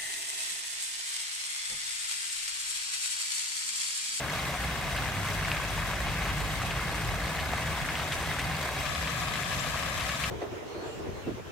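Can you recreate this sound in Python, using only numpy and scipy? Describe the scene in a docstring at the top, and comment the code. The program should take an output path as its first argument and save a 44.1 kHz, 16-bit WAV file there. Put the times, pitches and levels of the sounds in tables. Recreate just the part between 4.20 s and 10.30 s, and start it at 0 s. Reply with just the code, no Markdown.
"""A park with a tiered fountain, on two microphones: first at the rim, then farther back on the brick plaza.
Thin jets break into slugs that slap into the pool: noise ticks, ringing bubbles and a noise wash.
Single slaps, droplet showers and clumps of water stand out, each built from noise or damped sines.
Filtered noise rumbles as street traffic, an engine and then a fainter motor drone as sine tones,
and a bird chips once, a swept whistle with a short echo."""
import sys
import numpy as np
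from scipy import signal
from scipy.fft import rfft, irfft, next_fast_len
from scipy.io import wavfile
from scipy.ndimage import uniform_filter1d, map_coordinates

SR = 44100
rng = np.random.default_rng(int(sys.argv[2]) if len(sys.argv) > 2 else 0)


def materialize(psi):
    """Save the field psi as 16-bit PCM at rate SR to the path in sys.argv[1].

    A 1-D psi becomes a single channel; in a 2-D psi each row is a channel.
    """
    bounded = np.clip(np.atleast_2d(psi).T, -1, 1)
    quanta = np.round(bounded * 32767).astype(np.int16)
    wavfile.write(sys.argv[1], SR, quanta)


N = 269010


def amp(db):
    """Decibels to gain."""
    return 10 ** (np.asarray(db) / 20)


def unit(x):
    """Scale to rms 1."""
    return x / np.sqrt(np.mean(x ** 2) + 1e-20)


def along(points, hz):
    """Each column of a table by frequency, read on a log axis."""
    f, *cols = np.transpose(points)
    return [np.interp(np.log(hz + 1), np.log(f + 1), c) for c in cols]


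def curves(rows):
    """One value per sample for each column after the time."""
    s, *cols = np.transpose(rows)
    return [np.interp(np.arange(N) / SR, s, c) for c in cols]


def wobble(rate):
    """A smooth random curve of rms 1, with rate knots a second."""
    knots = rng.standard_normal(int(N * rate / SR) + 4)
    return unit(map_coordinates(knots, [np.arange(N) * rate / SR]))


def swell(full_s, leave_s, rise_db_per_s, fall_db_per_s):
    """Attack, hold and release, in dB below the held level."""
    t = np.arange(N) / SR
    return -rise_db_per_s * np.maximum(full_s - t, 0) - fall_db_per_s * np.maximum(t - leave_s, 0)


def filtered(x, response):
    """x times a complex response of frequency."""
    m = next_fast_len(N + SR // 4)
    return irfft(rfft(x, m) * response(np.fft.rfftfreq(m, 1 / SR)), m)[..., :N]


def above(hz, edge_hz):
    """Gain of a gentle high-pass."""
    return hz ** 2 / np.sqrt(hz ** 4 + edge_hz ** 4)


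def place(times, grains):
    """Sum rows of grains, each starting at its time in seconds."""
    start = (np.asarray(times) * SR).astype(int)[:, None] % N
    index = start + np.arange(grains.shape[1])
    return np.bincount(index.ravel(), grains.ravel(), N)[:N]


def to_both(x, left_db):
    """Left and right microphone, one raised and the other lowered by left_db."""
    return amp([[left_db], [-left_db]]) * x


def impacts(times, sizes, life_s):
    """Each drop is a sharp noise tick that dies within a millisecond or so."""
    t = np.arange(SR // 400) / SR
    ticks = rng.standard_normal((len(times), len(t))) * np.exp(-t / life_s)
    return unit(place(times, sizes[:, None] * ticks))


def bubbles(times, sizes, centre_hz, spread, cycles, rise):
    """Trapped air rings briefly, and its pitch climbs as it nears the surface."""
    t = np.arange(SR // 40) / SR
    chance = rng.standard_normal((len(times), 2))
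    hz = centre_hz * np.exp(spread * 2 * np.tanh(chance[:, :1] / 2))
    life = np.minimum(cycles * np.exp(.5 * chance[:, 1:]) / hz, t[-1] / 4)
    phase = 2 * np.pi * hz * (t + rise * t ** 2 / (2 * life))
    rings = np.sqrt(hz / life) * np.sin(phase) * np.exp(-t / life)
    return unit(place(times, sizes[:, None] * rings))


def patchy(x, depth_db, size):
    """Random swells a few hundred Hz wide and some 30 ms long, as single jets waver."""
    z = signal.stft(x, nperseg=512, noverlap=384)[2]
    field = rng.standard_normal(z.shape)
    for axis in (0, 1):  # smooth over frequency bins, then over time frames
        field = uniform_filter1d(field, size[axis], axis=axis)
    return signal.istft(z * amp(depth_db * unit(field)), nperseg=512, noverlap=384)[1][:N]


def splashing(count=1800, slug_db=2.5, drop_db=4.0, scatter_s=.003):
    """Slugs land at random; each breaks into a clump of drops and bubbles over the wash of distant ones."""
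    # the pump's steady flow keeps the count even
    slug_s = (np.arange(count) + rng.uniform(-2, 2, count)) * N / SR / count
    slug = amp(slug_db * np.minimum(rng.standard_normal(count), 2))

    def fragments(size):
        """Times and gains of the pieces that each slug breaks into."""
        times = np.repeat(slug_s, size) + scatter_s * rng.exponential(1, count * size)
        gains = amp(drop_db * np.minimum(rng.standard_normal(count * size), 2))
        return times, np.repeat(slug, size) * gains

    ticks = impacts(*fragments(size=4), life_s=0.00056)
    ticks = filtered(ticks, lambda hz: .5 + .5 * above(hz, 1030))  # small drops carry little bass
    plops = bubbles(*fragments(size=2), centre_hz=1183, spread=0.467, cycles=1.93, rise=0.061)
    rings = bubbles(*fragments(size=3), centre_hz=3200, spread=.8, cycles=10, rise=.02)
    wash = unit(rng.standard_normal(N) * amp(0.78 * wobble(90)))
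    water = amp(-5) * ticks + amp(-7.5) * rings + amp(-12) * plops + amp(2) * wash
    return patchy(water, depth_db=.9, size=(5, 11))


def heard_from(fields, colour, image, bounce_s, bounce_db=-15):
    """Two unrelated sheets of splashing, coloured, shared between the microphones and echoed by a surface."""
    def weights(hz):
        """Gain of each sheet (second axis) into each microphone (first axis)."""
        balance_db, alike, lead = along(image, hz)
        turn = np.arccos(np.clip(alike, -1, 1)) / 2  # mixing angle that gives this likeness
        mics = np.array([amp(balance_db / 2), amp(-balance_db / 2) * np.exp(-1j * lead)])
        reflected = amp(bounce_db) * above(hz, 2000) / (1 + (hz / 8000) ** 8)
        comb = 1 + reflected * np.exp(-2j * np.pi * np.outer(bounce_s, hz))
        mics = colour(hz) * comb * mics / np.linalg.norm(mics, axis=0)
        mix = np.array([[np.cos(turn), np.sin(turn)], [np.cos(turn), -np.sin(turn)]])
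        return mics[:, None] * mix

    pair = filtered(fields, weights).sum(axis=1)
    return pair / np.std(pair.mean(axis=0))


# Colour of the falling water from each place.
# Each row: frequency in Hz, relative level in dB at the rim, relative level in dB from the plaza.
WATER_COLOUR = [(25, -31, -35), (89.5, -4, -9), (254, -3.5, -3.5), (375, -5, -8), (477, -5, -6),
                (638, -1.5, -0.9), (777, -0.1, 0), (840, -5.5, -9.5), (1120, -1.5, -0.5), (1292, -4.5, 1),
                (1350, -7, -8), (1520, -4, -8), (1684, -1.6, 3), (1860, -5.5, -5), (2120, -1.6, -3),
                (2410, -8.5, -4), (2490, -3, -2.5), (2780, -8.5, -7), (3500, -9.5, -7.5), (4030, -12, -10),
                (4160, -13.5, -12), (7000, -17.5, -15), (7560, -18.5, -13.7), (8450, -17.5, -18),
                (12300, -22, -21), (13000, -25, -29), (15700, -30, -33)]
# How the water spreads over the two microphones at the rim, and then on the plaza.
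# Each row: frequency in Hz, left-right balance in dB, likeness from -1 to 1, left lead in radians.
RIM_SPREAD = [(300, 0.9, 0.92, 0.0), (1100, 1.9, 0.88, 0.1), (2000, 0.4, 0.71, 0.2), (2800, 2.9, 0.3, 1.0),
              (3900, 1.4, 0.58, 0.5), (4800, 2.2, 0.25, -0.1), (6000, 7.3, 0.14, -0.6),
              (7500, 3.3, 0.2, 0.5), (8600, 0.2, 0.82, -0.1), (10100, 0.1, 0.97, -3.1),
              (12000, -0.0, 0.97, -6.3), (13800, -0.0, 0.96, -9.4), (15400, 0.0, 0.91, -12.6)]
PLAZA_SPREAD = [(300, 1.7, 0.82, 0.0), (1100, 3.9, 0.58, 0.2), (2000, 4.5, 0.51, 0.2), (2800, 5.6, -0.1, 0),
                (3900, 2.9, 0.46, 0.5), (4800, 3.6, -0.24, 0), (6000, 10.1, -0.15, 0),
                (7500, 8.9, 0.16, 0.1), (8600, 4.4, 0.11, 0.6), (10100, 0.5, 0.52, -3.0),
                (12000, -0.0, 0.97, -6.3), (13800, -0.1, 0.58, -9.4), (15400, -0.5, 0.79, -12.6)]
# A nearby surface returns the splashing about 2 ms late, at the rim and then on the plaza.
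# Each pair: left delay in seconds, right delay in seconds.
RIM_BOUNCE_S = (.002108, .00182)
PLAZA_BOUNCE_S = (.002204, .001964)
# Treble spray against the water's colour. Each row: time in seconds, mean level in dB.
SPRAY_LEVEL = [(0, 0.8), (0.22, 1.5), (0.9, 0.5), (1.1, 1.5), (1.4, 1), (3.35, 0.2), (4.55, 0.7), (4.8, 2),
               (5.25, 1.5), (5.45, 3), (5.6, 2), (6.1, 2.5)]


def fountain(rim_db=-34.5, plaza_db=-35, step_back_s=4.63, hollow_db=-15, low_bounce_s=0.00213):
    """The pump runs steadily, so the splashing has one level at each place: the rim, then the plaza."""
    bright_db, = curves(SPRAY_LEVEL)
    fields = np.array([splashing(), splashing()])

    def rim_colour(hz):
        return amp(along(WATER_COLOUR, hz)[0])

    def plaza_colour(hz):
        # on the plaza the same roughly 2 ms bounce also hollows the low and middle range
        turn = np.exp(1j * (np.pi / 2 - 2 * np.pi * hz * low_bounce_s))
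        hollow = 1 + amp(hollow_db) * (1 - above(hz, 2900)) * turn
        return amp(along(WATER_COLOUR, hz)[1]) * hollow

    rim = heard_from(fields, rim_colour, RIM_SPREAD, RIM_BOUNCE_S)
    plaza = heard_from(fields, plaza_colour, PLAZA_SPREAD, PLAZA_BOUNCE_S)
    far = np.clip((np.arange(N) / SR - step_back_s) / 0.0091, 0, 1)  # a 9 ms crossfade
    water = (1 - far) * amp(rim_db) * rim + far * amp(plaza_db) * plaza
    spray = filtered(water, lambda hz: above(hz, 3300))
    flutter_db = .5 * wobble(17)  # the light spray drifts in the air
    return water - spray + amp(bright_db + flutter_db) * spray


# Colour of the traffic rumble. Each row: frequency in Hz, relative level in dB per Hz.
ROAD_COLOUR = [(13, -58), (22, -20), (37, -11), (65, 5), (80, -3.5), (97, -3), (151, 1.5), (169, 0),
               (205, -12.5), (330, -21.5), (430, -52), (730, -120)]


def street(held_db=-37.5, uneven_db=1.0):
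    """Low traffic noise behind, wide around 75 Hz and nearly alike in both microphones elsewhere."""
    # the traffic swells, holds and recedes
    road_db = held_db + swell(full_s=1.0, leave_s=3.6, rise_db_per_s=1.5, fall_db_per_s=1)
    road_db = road_db + uneven_db * wobble(7)
    noise = rng.standard_normal((2, N))
    mid, side = unit(filtered(noise, lambda hz: amp(along(ROAD_COLOUR, hz)[0])))
    width = [(40, -17), (75, -1.5), (120, -18.5), (300, -10.0)]  # Hz, side level in dB
    side = filtered(side, lambda hz: amp(along(width, hz)[0]))
    return amp(road_db) * (mid + np.array([side, -side]))


# Heavy slugs that stand out.
# Each row: start in seconds, cavity level in dB before its envelope and low cut, cavity pitch in Hz,
# cycles until the ring falls to 1/e, spray level in dB relative to the cavity before the wet_db boost.
HEAVY_SLUGS = [(0.190, -21, 2250, 2.2, -16), (0.293, -26.5, 605, 1.8, -20), (0.762, -23.5, 1530, 2.4, -10),
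               (0.822, -19, 1510, 1.7, -25), (1.187, -24, 1800, 2.2, -20), (1.25, -21.5, 2200, 5, -13),
               (1.283, -20, 1520, 2.7, -20), (1.29, -25, 2100, 1.1, -13), (1.317, -14, 2530, 2.2, -17),
               (1.369, -19, 2200, 2.5, -18), (1.399, -23, 1130, 2.5, -20), (1.734, -23, 1400, 2, -14),
               (1.869, -23.5, 745, 2, -22), (1.884, -20.5, 2300, 2, -9), (2.054, -21, 2140, 2.2, -12),
               (2.418, -21, 1300, 2.2, -12), (2.435, -24, 770, 2.2, -19), (2.509, -20.5, 2750, 2.5, -7.5),
               (2.512, -27, 620, 2.3, -25), (2.595, -21, 1360, 2.7, -17), (3.016, -21, 1590, 1.5, -19),
               (3.167, -26.5, 3820, 3, -13), (3.190, -21.5, 1770, 2, -11), (3.335, -14.5, 720, 1.4, -32),
               (3.383, -24, 1130, 2.5, -22), (3.530, -25, 790, 2, -16), (3.591, -33, 662, 1.8, -22),
               (3.688, -18, 1700, 1.7, -12), (3.755, -19.5, 2730, 3, -10), (3.796, -22, 1230, 2, -8),
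               (3.827, -23, 1300, 2, -12), (3.921, -19.5, 3400, 2.5, -6), (3.93, -24, 2900, 2.5, -9),
               (4.115, -18, 1620, 1.6, -18), (4.1866, -16, 1500, 1, -15), (4.1948, -15, 2010, 1.5, -12),
               (4.751, -18.5, 3600, 1.6, -24), (4.833, -29, 1000, 2, -18), (4.873, -23.5, 1750, 1.7, -6),
               (4.954, -25, 1660, 3.2, -20), (5.139, -22.5, 3600, 3, -9), (5.156, -19, 1710, 1.2, -11),
               (5.557, -26.5, 673, 2, -14), (5.892, -22, 1850, 2.6, -9), (6.0378, -18.5, 2700, 1.8, -6),
               (6.042, -24, 2300, 3, -13)]


def slaps(crack_db=-7.0, crack_s=0.00045, thrown_s=0.0014, spray_s=0.012, wet_db=7):
    """A heavy slug cracks on the surface, its cavity plops, and noisy spray falls after it."""
    s, db, hz, cycles, spray_db = np.transpose(HEAVY_SLUGS)[:, :, None]
    t = np.arange(SR // 16) / SR
    opening = 1 - np.exp(-8 * t * hz)  # the cavity opens within its first cycle
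    cavity = opening * np.sin(2 * np.pi * hz * t) * np.exp(-t * hz / cycles)
    cavity = signal.lfilter(*signal.butter(2, 450, "high", fs=SR), cavity)
    crack = amp(crack_db) * np.exp(-t / crack_s) * rng.standard_normal(cavity.shape)
    crack = signal.lfilter(*signal.butter(2, [900, 4500], "band", fs=SR), crack)
    falling = (1 - np.exp(-t / thrown_s)) * np.exp(-t / spray_s)
    spray = amp(spray_db + wet_db) * falling * rng.standard_normal(cavity.shape)
    spray = signal.lfilter(*signal.butter(3, [1100, 3400], "band", fs=SR), spray)
    return to_both(place(s[:, 0], amp(db) * (cavity + crack + spray)), left_db=1.0)


# Showers of fine droplets close by. Each row: start in seconds, droplet level in dB before colouring.
DROPLET_SHOWERS = [(0.212, -33), (0.46, -39), (1.052, -34), (1.13, -32), (1.752, -37), (2.416, -30),
                   (2.455, -31), (2.75, -30), (3.66, -30), (3.921, -26.5), (3.94, -28), (4.19, -29),
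                   (4.236, -34)]


def showers(rise_s=0.0045, count=120):
    """Thrown droplets patter down close by: bright clicks, sized separately at each microphone."""
    s, db = np.transpose(DROPLET_SHOWERS)
    times = (s[:, None] + rise_s * rng.gamma(2, 1, (len(s), count))).ravel()
    sizes = np.repeat(amp(db), count)[:, None]
    pair = np.array([place(times, sizes * rng.standard_normal((len(times), 1))) for mic in range(2)])
    colour = [(500, -50), (2500, -12), (6000, 1.5), (11000, -5.5), (15000, -21)]  # Hz, dB
    return filtered(pair, lambda hz: amp(along(colour, hz)[0]))


# A distant engine takes up the load, eases off and pulls again.
# Each row: time in seconds, mean level in dB of the firing rate, mean level in dB of the octave.
ENGINE_LOAD = [(0.45, -66, -75), (0.77, -38, -59), (0.95, -50, -38), (1.25, -38, -41), (1.37, -53, -51),
               (1.5, -42, -49), (1.8, -38.5, -46), (2.05, -38.5, -46), (2.45, -47, -57), (3.0, -37.5, -54),
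               (3.3, -68, -75), (3.6, -100, -100)]


def engine(firing_hz=49.1, gain_hz_per_s=0.625, pull_start_s=0.73, unsteady=.01, waver_db=1.0):
    """A distant engine's unsteady drone, slowly gaining speed: its firing rate and the octave above."""
    hz = firing_hz + gain_hz_per_s * (np.arange(N) / SR - pull_start_s)
    phase = 2 * np.pi * np.cumsum(hz * (1 + unsteady * wobble(5.56))) / SR
    first_db, second_db = curves(ENGINE_LOAD)
    drone = np.sqrt(2) * (amp(first_db) * np.sin(phase) + amp(second_db) * np.sin(2 * phase))
    return amp(waver_db * wobble(8.8)) * drone


# A jet wavers and dumps a clump of water.
# Each row: time at its height in seconds, level in dB before halving, centre frequency in Hz.
WATER_CLUMPS = [(0.785, -37.5, 2090), (0.87, -37, 1700), (1.06, -39, 1500), (1.215, -42, 1600),
                (1.31, -36.5, 1500), (2.02, -38, 1510), (2.099, -40, 2100), (2.69, -45, 1400),
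                (3.075, -41, 2780), (3.21, -42, 2500), (3.42, -43, 1600), (3.775, -41, 2490),
                (4.03, -39, 750), (4.31, -41, 1600), (4.665, -37, 2110), (5.06, -46, 1600),
                (5.33, -42, 1900), (5.449, -39, 2000), (5.569, -36.5, 1500), (5.815, -36, 1990)]


def clumps(rise_s=.006, life_s=0.00048, drop_db=4, octaves=.75, count=40):
    """Dozens of drops land together: their summed envelope shapes band-limited noise into a gurgle."""
    out = np.zeros(N + SR)
    t = np.arange(SR // 10) / SR
    hz = np.fft.rfftfreq(len(t), 1 / SR)
    for s, db, centre_hz in WATER_CLUMPS:
        age = t - rise_s * rng.gamma(4, 1, (count, 1))
        sizes = amp(drop_db * rng.standard_normal((count, 1)))
        drops = sizes * (age > 0) * np.exp(-np.abs(age) / life_s)
        patter = np.linalg.norm(drops, axis=0) * rng.standard_normal(len(t))
        band = np.exp(-.5 * (np.log2((hz + 1) / centre_hz) / octaves) ** 2)
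        splash = unit(irfft(rfft(patter) * band, len(t)))
        start = int((s - 4 * rise_s) * SR)  # the drops land 4 * rise_s later on average
        out[start:][:len(t)] += .5 * amp(db) * splash
    return to_both(out[:N], left_db=1.0)


def hum(tone_hz=78.1, held_db=-48.5, unsteady=0.0066):
    """A second, fainter motor in the traffic: one slightly unsteady low tone that comes and goes."""
    phase = 2 * np.pi * np.cumsum(tone_hz * (1 + unsteady * wobble(5.4))) / SR
    level_db = held_db + swell(full_s=2.8, leave_s=4.8, rise_db_per_s=40, fall_db_per_s=40)
    return np.sqrt(2) * amp(level_db) * np.sin(phase)


# A small bird's upward chip in the trees.
# Each row: time in seconds, mean pitch in Hz, level in dB before flutter and left-right balance.
BIRD_CHIP = [(5.385, 4600, -65), (5.395, 5600, -41), (5.401, 7300, -46), (5.408, 7600, -38),
             (5.414, 7650, -52), (5.425, 7500, -65)]


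def bird(flutter_db=3.0, echo_db=-5, echo_s=.04, quaver=.015):
    """One thin whistle that sweeps up and holds, with a short echo from the trees."""
    hz, db = curves(BIRD_CHIP)
    t = np.arange(N) / SR
    singing = (t > BIRD_CHIP[0][0]) & (t < BIRD_CHIP[-1][0])
    phase = 2 * np.pi * np.cumsum(hz * (1 + quaver * wobble(400))) / SR
    chip = singing * amp(db + flutter_db * wobble(300)) * np.sqrt(2) * np.sin(phase)
    tail = rng.standard_normal((2, SR // 4)) * np.exp(-t[:SR // 4] / echo_s)
    echo = signal.fftconvolve(chip[None], tail / np.linalg.norm(tail[0]), axes=1)[:, :N]
    return to_both(chip + amp(echo_db) * echo, left_db=5.0)


def scene():
    """Water in front, the trees and the street behind."""
    water = fountain() + slaps() + showers() + clumps()
    return water + street() + engine() + hum() + bird()


def record(dry):
    """The recorder keeps nothing above its band limit of 15.83 kHz."""
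    return filtered(dry, lambda hz: hz < 15830)


dry = scene()
out = record(dry)
materialize(out)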